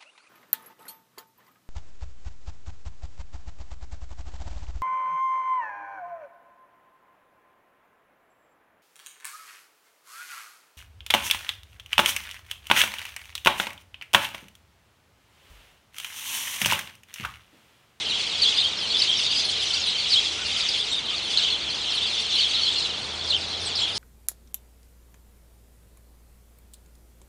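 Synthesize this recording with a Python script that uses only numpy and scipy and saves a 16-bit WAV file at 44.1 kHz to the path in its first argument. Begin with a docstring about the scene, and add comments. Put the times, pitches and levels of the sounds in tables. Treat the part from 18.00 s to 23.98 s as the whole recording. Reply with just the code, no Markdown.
"""A large flock of small birds chatters in the crowns of tall conifers, heard from the ground.
From the start near birds stand out in chains of arched whistles, while hundreds more merge in the wood's echo.
Sharp chips break through from one second on; soft low calls join later, between about 1.7 and 4.6 seconds.
Filtered noise gives the murmur of the outdoors and a faint drone; under it the two harmonics and noise
of a far engine waver in pitch, drop lowest at about 2.65 seconds, then speed up to the end."""
import sys
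import numpy as np
from scipy import signal
from scipy.fft import rfft, irfft
from scipy.io import wavfile
from scipy.ndimage import uniform_filter1d

SR = 44100
rng = np.random.default_rng(int(sys.argv[2]) if len(sys.argv) > 2 else 0)


def wav_record(signal):
    """Record a signal, one row per channel, as 16-bit PCM in the file named by sys.argv[1]."""
    frames = np.transpose(np.atleast_2d(signal))
    bounded = np.clip(frames, -1, 1)
    # unit amplitude maps onto the largest positive 16-bit level
    quanta = np.round(bounded * 32767).astype(np.int16)
    wavfile.write(sys.argv[1], SR, quanta)


N = 263718

# Course of the flock's ordinary chatter. Each row: time in seconds, relative level in dB.
CHATTER_LEVEL = [(0.0, -32.5), (0.6, -25), (0.77, -33), (0.99, -27), (1.95, -28.9), (2.17, -25),
                 (2.38, -33.2), (2.6, -27), (3.04, -34), (3.11, -27), (3.25, -31), (3.52, -25.5),
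                 (3.59, -32.5), (3.69, -30), (4.18, -27.5), (4.25, -30.5), (4.41, -22), (4.48, -29),
                 (4.55, -25.5), (5.12, -34.5), (5.32, -32), (5.64, -34), (5.81, -26.5), (5.98, -35.5)]
# Course of the treble, the high and excited calls. Each row: time in seconds, relative level in dB.
SHRILL_LEVEL = [(0.0, -45.7), (0.55, -37.5), (0.78, -48.5), (1.03, -39.5), (1.33, -40.5), (1.4, -37),
                (1.85, -38.5), (2.03, -47.9), (2.1, -35.5), (2.49, -42.5), (2.56, -38), (2.87, -43.5),
                (2.94, -43), (3.03, -50.5), (3.38, -39.5), (3.66, -54), (3.77, -40.5), (4.7, -41.5),
                (4.82, -36.5), (4.89, -47), (5.6, -45), (5.67, -40.5), (5.91, -48.5), (5.98, -35)]
# Course of the birds in the farthest trees. Each row: time in seconds, relative level in dB.
FAR_LEVEL = [(0, -35), (1.6, -37.5), (2.3, -34), (3.0, -37.5), (4.6, -38), (5.1, -40)]
# Small throats give little at the bottom of their range. 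Each row: frequency in Hz, gain in dB.
THROAT_RESPONSE = [(2000, -6), (2600, -3), (3100, 1), (4300, 0), (5200, -4)]
# Spectrum of the farthest calls. Each row: frequency in Hz, relative level in dB.
FAR_SPECTRUM = [(1500, -21.5), (2100, 1.5), (2700, 6.5), (4500, -6.5), (6200, -4), (10000, -21.5)]
# Two-note chirps of the nearest birds.
# Each row: start in seconds, length in seconds, starting pitch in Hz, relative level in dB.
NEAR_CHIRPS = [(0.093, 0.066, 4290, -26.5), (0.417, .084, 4650, -18.5), (0.59, 0.094, 4406, -25.5),
               (0.908, 0.066, 4750, -28), (1.025, 0.095, 4300, -32.5), (2.117, 0.092, 4565, -18.5),
               (4.356, .082, 4410, -27), (4.407, .078, 4510, -24), (5.299, 0.063, 4300, -21.5),
               (5.765, 0.098, 4500, -27)]
# Sharp chips, a flick of pitch up and down. Each row: start in seconds, top pitch in Hz, relative level in dB.
NEAR_CHIPS = [(1.018, 4650, -15.5), (1.735, 4360, -23), (2.686, 4960, -21), (3.373, 4620, -14.5),
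              (4.347, 4250, -22), (5.752, 5020, -24.5)]
# Single notes of near birds.
# Each row: start in seconds, length in seconds, starting pitch in Hz, final pitch in Hz, relative level in dB.
NEAR_PEEPS = [(0.55, 0.053, 4660, 4560, -28.5), (0.563, 0.052, 3250, 3720, -24.5),
              (0.637, 0.034, 3060, 3056, -26), (0.77, 0.091, 5550, 3040, -34),
              (0.945, 0.029, 3410, 3370, -25.5), (0.977, 0.033, 4710, 5190, -26),
              (1.07, 0.063, 2967, 3200, -26), (1.117, 0.037, 3240, 3170, -25.5),
              (1.168, 0.036, 5900, 4270, -28.5), (1.258, 0.026, 3730, 3280, -29),
              (1.3, 0.13, 4680, 4750, -29), (1.61, .035, 3135, 3400, -31), (1.728, 0.034, 4400, 4820, -28),
              (1.798, 0.013, 6580, 6330, -35), (1.864, 0.041, 4050, 3400, -25),
              (1.973, .061, 4490, 4170, -29.5), (2.094, 0.028, 4720, 4380, -27.5),
              (2.242, .036, 3300, 3210, -27), (2.737, 0.023, 3670, 2820, -25.5),
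              (2.772, 0.062, 3000, 3800, -29.5), (2.891, .059, 6870, 8260, -41.5),
              (2.915, 0.084, 3690, 3415, -27), (2.975, .04, 2250, 2050, -42.5),
              (3.12, 0.055, 3500, 3380, -34), (3.38, 0.024, 4010, 3280, -25),
              (3.417, 0.0546, 2953, 3080, -24.5), (3.515, 0.048, 3450, 3034, -27.5),
              (3.699, .027, 3940, 4600, -28), (3.937, 0.064, 4450, 3470, -34),
              (4.004, 0.053, 3100, 4000, -28), (4.049, 0.051, 3380, 3140, -29.5),
              (4.157, 0.057, 3400, 3480, -30), (4.539, .029, 3700, 3300, -25.5),
              (4.607, 0.085, 4530, 3740, -27.5), (4.664, 0.051, 2970, 3530, -27.5),
              (4.745, 0.08, 4170, 3830, -27.5), (4.813, .065, 4440, 3300, -30),
              (5.268, 0.034, 4880, 4400, -39.5), (5.321, .06, 3920, 2440, -26.5),
              (5.491, 0.1, 4030, 3850, -37), (5.651, 0.039, 4450, 3220, -35),
              (5.656, 0.035, 8300, 7200, -37), (5.782, 0.068, 7470, 6530, -42),
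              (5.878, .032, 3750, 3070, -31), (5.948, 0.026, 4820, 5100, -32)]
# Faint low calls from farther off.
# Each row: start in seconds, length in seconds, top pitch in Hz, relative level in dB.
LOW_CALL_NOTES = [(1.719, 0.095, 1500, -51), (2.361, .1, 1460, -46.5), (2.535, .12, 1400, -47.5),
                  (3.096, 0.087, 1270, -51), (3.36, 0.086, 1590, -50), (4.537, 0.089, 1373, -48)]
# Spectrum of the outdoor murmur. Each row: frequency in Hz, relative spectral density in dB.
AIR_SPECTRUM = [(20, -17), (50, -2), (80, 2), (430, -1.5), (800, 0.5), (1700, -1.5), (6500, -10.5),
                (10000, -29.5)]
# Faint distant drone bands. Each row: centre in Hz, full width at half amplitude in Hz, level in dB.
DRONE_BANDS = [(220.6, 9.1, -61.5), (336.2, 4.1, -59.5), (438.6, 55, -54.5)]
# Course of the far engine. Each row: time in seconds, mean firing rate in Hz, relative level in dB.
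ENGINE_COURSE = [(0, 85.6, -62.5), (1.1, 88, -55.5), (2.2, 79.6, -56), (2.5, 84, -50.5), (2.65, 69.7, -57),
                 (4.85, 74.95, -53.5), (5.35, 81.1, -47), (5.98, 96, -48)]

BOW = 1.04  # the middle of a note bulges above a straight glide by this ratio
FALL_RATIO, ARCH_RATIO = 0.77, 0.74  # end of the falling note and top of the arch, against the starting pitch
FALL_SHARE, ARCH_DB = 0.37, -1.5  # share of the chirp that the falling note takes; level of the arch
ARCH_RISE, ARCH_SAG = 0.87, 0.96  # the arch's start and end against its top
CHIP_S, CHIP_FOOT = 0.016, 0.78  # length of a chip in seconds; its start and end against the top pitch
TOP_HZ = 10100  # upper band edge


def whistle(length, start_hz, mid_hz, end_hz, waver=0.025, flutter_db=4.0, octave_db=-27, skew=0.9):
    """Frequency modulation: the syrinx sounds a trembling arch of pitch with a weak second harmonic."""
    t = np.arange(int(max(length, 0.01) * SR)) / SR
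    u = t / t[-1]
    glide_hz = start_hz + (end_hz - start_hz) * u
    arch_hz = (mid_hz - (start_hz + end_hz) / 2) * 4 * u * (1 - u)
    trembling_hz = (glide_hz + arch_hz) * (1 + waver * wander(t, 494.0))
    phase = 2 * np.pi * np.cumsum(trembling_hz) / SR
    # skew below 1 makes the note start faster than it dies away
    effort = np.sqrt(np.abs(np.sin(np.pi * u ** skew)))
    effort = effort * undb(flutter_db * wander(t, 233.6))
    tone = np.sin(phase) + undb(octave_db) * np.sin(2 * phase)
    return unit(effort) * np.sqrt(2) * tone


def crowd(count, pitch_hz, drop, echo_db, pitch_spread=0.085, glide=0.72, glide_spread=0.1098,
          turn_spread=0.0797, waver=0.0329):
    """Superposition: birds at all distances each add a mostly falling note, then an arch lower by drop."""
    out = np.zeros(N + SR)  # the flock is already calling a second earlier
    starts = (np.arange(count) + rng.random(count)) / count * len(out) / SR
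    for s, (voice, far, pace, bend, turn) in zip(starts, rng.standard_normal((count, 5))):
        hz = pitch_hz * np.exp(pitch_spread * voice)
        length = 0.033 * np.exp(0.3 * pace)
        gain = undb(7 * np.tanh(far / 2))
        lean = np.exp(glide_spread * np.tanh(bend))
        add(out, s, gain * whistle(length, hz / lean, hz * BOW, hz * glide * lean, waver))
        low_hz = hz * drop
        tilt = np.exp(turn_spread * np.tanh(turn))
        arch = whistle(length, low_hz * 1.06 / tilt, low_hz, low_hz * 0.84 * tilt, waver)
        add(out, s + length, gain * arch)
    out = (out + undb(echo_db) * wood(out, t60=0.18, count=2000))[SR:]
    # so many callers together keep an even level: divide by the short-term rms
    return out / np.sqrt(uniform_filter1d(out ** 2, SR // 14) + 1e-12)


def harsh_rasp(t):
    """Amplitude-modulated noise: harsh calls add short spurts of broad noise."""
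    noise = rng.standard_normal(N)
    rasp = unit(colour(noise, [(2000, -20.5), (4500, 5.0), (10000, -17)]))
    return rasp * undb(10.7 * np.tanh(wander(t, 45)))


def farthest_calls(t, chatter_db, follow):
    """Statistical limit: very many smeared calls tend to noise, here a flickering wash."""
    wash = unit(colour(rng.standard_normal(N), FAR_SPECTRUM))
    wash *= undb(2 * wander(t, 25.36))
    # it swells by a part of the nearer chatter's swing in dB
    return wash * undb(follow * (chatter_db - chatter_db.mean()))


def flock(chirps_db=1, shrill_db=2.0, squeaks_db=-7, rasp_db=-4.0, far_db=0.0, echo_db=-6.5, follow=0.53):
    """Addition of bands: chirps, shrill squabbling with squeaks and rasp, and the far blur, each with a level."""
    t = np.arange(N) / SR
    chatter_db, = curves(CHATTER_LEVEL)
    high_db, = curves(SHRILL_LEVEL)
    far_level_db, = curves(FAR_LEVEL)
    chirps = colour(crowd(count=560, pitch_hz=4067, drop=0.82, echo_db=echo_db), THROAT_RESPONSE)
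    shrill = crowd(count=300, pitch_hz=5116, drop=0.92, echo_db=echo_db)
    squeaks = crowd(count=200, pitch_hz=7350, drop=0.9, echo_db=echo_db, pitch_spread=0.19)
    excited = undb(shrill_db) * shrill + undb(squeaks_db) * squeaks
    excited += undb(rasp_db) * harsh_rasp(t)
    # flurries of calling lift and lower both bands together, many times a second
    flurry = np.tanh(wander(t, 11))
    chirps *= undb(1.6 * flurry)
    excited *= undb(2 * flurry)
    far = farthest_calls(t, chatter_db, follow)
    out = undb(chatter_db + chirps_db) * chirps
    out += undb(high_db) * excited
    return out + undb(far_level_db + far_db) * far


def chirp(length, hz, overlap_s=0.0046, waver=0.028, flutter_db=3):
    """Successive glides: a falling note overlaps the start of a lower arch."""
    fall_s = length * FALL_SHARE
    end_hz, top_hz = hz * FALL_RATIO, hz * ARCH_RATIO
    out = np.zeros(int(length * SR))
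    fall = whistle(fall_s + overlap_s, hz, BOW * (hz + end_hz) / 2, end_hz, waver, flutter_db)
    arch = whistle(length - fall_s, top_hz * ARCH_RISE, top_hz, top_hz * ARCH_SAG, waver, flutter_db)
    add(out, 0, fall)
    add(out, fall_s, undb(ARCH_DB) * arch)
    return out


def near_birds(chirps_db=-1, chips_db=-3.0, peeps_db=-1.56, boughs_db=-12, trunks_db=-13, scatter_db=-6):
    """Direct and scattered sound: near calls, quick scatter from boughs, a longer tail from trunks."""
    out, peeps = np.zeros(N), np.zeros(N)
    for s, length, hz, db in NEAR_CHIRPS:
        add(out, s, undb(db + chirps_db) * chirp(length, hz))
    for s, hz, db in NEAR_CHIPS:
        foot_hz = hz * CHIP_FOOT
        chip = whistle(CHIP_S, foot_hz, hz, foot_hz, flutter_db=6, skew=0.63)
        add(out, s, undb(db + chips_db) * chip)
    for s, length, start_hz, end_hz, db in NEAR_PEEPS:
        mid_hz = BOW * (start_hz + end_hz) / 2
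        add(peeps, s, undb(db + peeps_db) * whistle(length, start_hz, mid_hz, end_hz, waver=0.03))
    # the single notes come from deeper in the foliage and are scattered more
    out += peeps + undb(scatter_db) * wood(peeps, t60=0.032, count=2000)
    boughs = undb(boughs_db) * wood(out, t60=0.081, count=2000)
    trunks = undb(trunks_db) * wood(out, t60=0.13, count=2000)
    return out + boughs + trunks


def low_callers(gain_db=1.1, echo_db=-4, droop=0.84):
    """Reverberant blur: soft, wavering arches well below the flock's pitch are smeared by the wood."""
    out = np.zeros(N)
    for s, length, hz, db in LOW_CALL_NOTES:
        add(out, s, undb(db + gain_db) * whistle(length, hz * droop, hz, hz * droop, waver=0.049))
    return out + undb(echo_db) * wood(out, t60=0.068, count=2000)


def wood(x, t60, count):
    """Multiple reflection: trunks and boughs return count echoes that decay 60 dB in t60 seconds."""
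    delay, size = rng.random(count) * 0.8, rng.standard_normal(count)
    echoes = np.zeros(SR)
    decay = np.exp(-np.log(1000) * delay / t60)
    np.add.at(echoes, ((delay + 0.003) * SR).astype(int), size * decay)
    return signal.fftconvolve(x, echoes / np.linalg.norm(echoes))[:len(x)]


def far_engine(t, engine_db, second_db):
    """Periodic excitation: the firing rate sets a fundamental and second harmonic, with a broad roar."""
    firing_hz, level_db = curves(ENGINE_COURSE)
    phase = 2 * np.pi * np.cumsum(firing_hz * (1 + 0.0092 * wander(t, 10))) / SR
    note = unit(np.sin(phase) + undb(second_db) * np.sin(2 * phase))
    roar = unit(colour(rng.standard_normal(N), [(40, -25), (120, -3.0), (800, 5.0), (3000, -49)]))
    return undb(level_db + engine_db) * (note * undb(wander(t, 11.0)) + roar)


def drone():
    """Resonance: narrow peaks select steady hums from noise."""
    f = np.fft.rfftfreq(N, 1 / SR)
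    out = np.zeros(N)
    for hz, width, db in DRONE_BANDS:
        resonance = 1 / (1 + (2 * (f - hz) / width) ** 2)
        out += undb(db) * unit(irfft(rfft(rng.standard_normal(N)) * resonance, N))
    return out


def distance(air_db=-40.5, engine_db=0, second_db=-14):
    """Background noise: slowly wavering outdoor murmur, a faint drone and a far engine."""
    t = np.arange(N) / SR
    murmur = unit(colour(rng.standard_normal(N), AIR_SPECTRUM)) * undb(air_db + 0.5 * wander(t, 2))
    return murmur + drone() + far_engine(t, engine_db, second_db)


def undb(db):
    """Logarithmic level: decibels to amplitude gain."""
    return 10 ** (np.asarray(db) / 20)


def unit(x):
    """Effective value: scale to rms 1."""
    return x / np.sqrt(np.mean(x ** 2) + 1e-18)


def curves(table):
    """Linear interpolation: one value a sample for each column after the time in seconds."""
    s, *columns = np.transpose(table)
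    return [np.interp(np.arange(N) / SR, s, c) for c in columns]


def colour(x, points):
    """Linear filtering: weight the spectrum by (Hz, dB) points joined on a log frequency axis."""
    hz, db = np.transpose(points)
    f = np.maximum(np.fft.rfftfreq(len(x), 1 / SR), 1)
    gain = undb(np.interp(np.log(f), np.log(hz), db))
    return irfft(rfft(x) * gain, len(x))


def wander(t, rate):
    """Random modulation: normal values about 0, rate a second, joined by lines."""
    return np.interp(t * rate % 511, np.arange(512), rng.standard_normal(512))


def add(out, s, x):
    """Superposition: mix x into out, starting at s seconds."""
    i = int(s * SR)
    a, b = max(i, 0), min(i + len(x), len(out))
    if b > a:
        out[a:b] += x[a - i:b - i]


def scene():
    """Superposition: the flock, its near birds, low callers and far surroundings, in one channel."""
    return (flock() + near_birds() + low_callers() + distance())[None]


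def record(dry):
    """Band limitation: an elliptic low-pass cuts the top steeply."""
    return signal.sosfilt(signal.ellip(12, 0.2, 85, TOP_HZ, fs=SR, output="sos"), dry)


dry = scene()
out = record(dry)
wav_record(out)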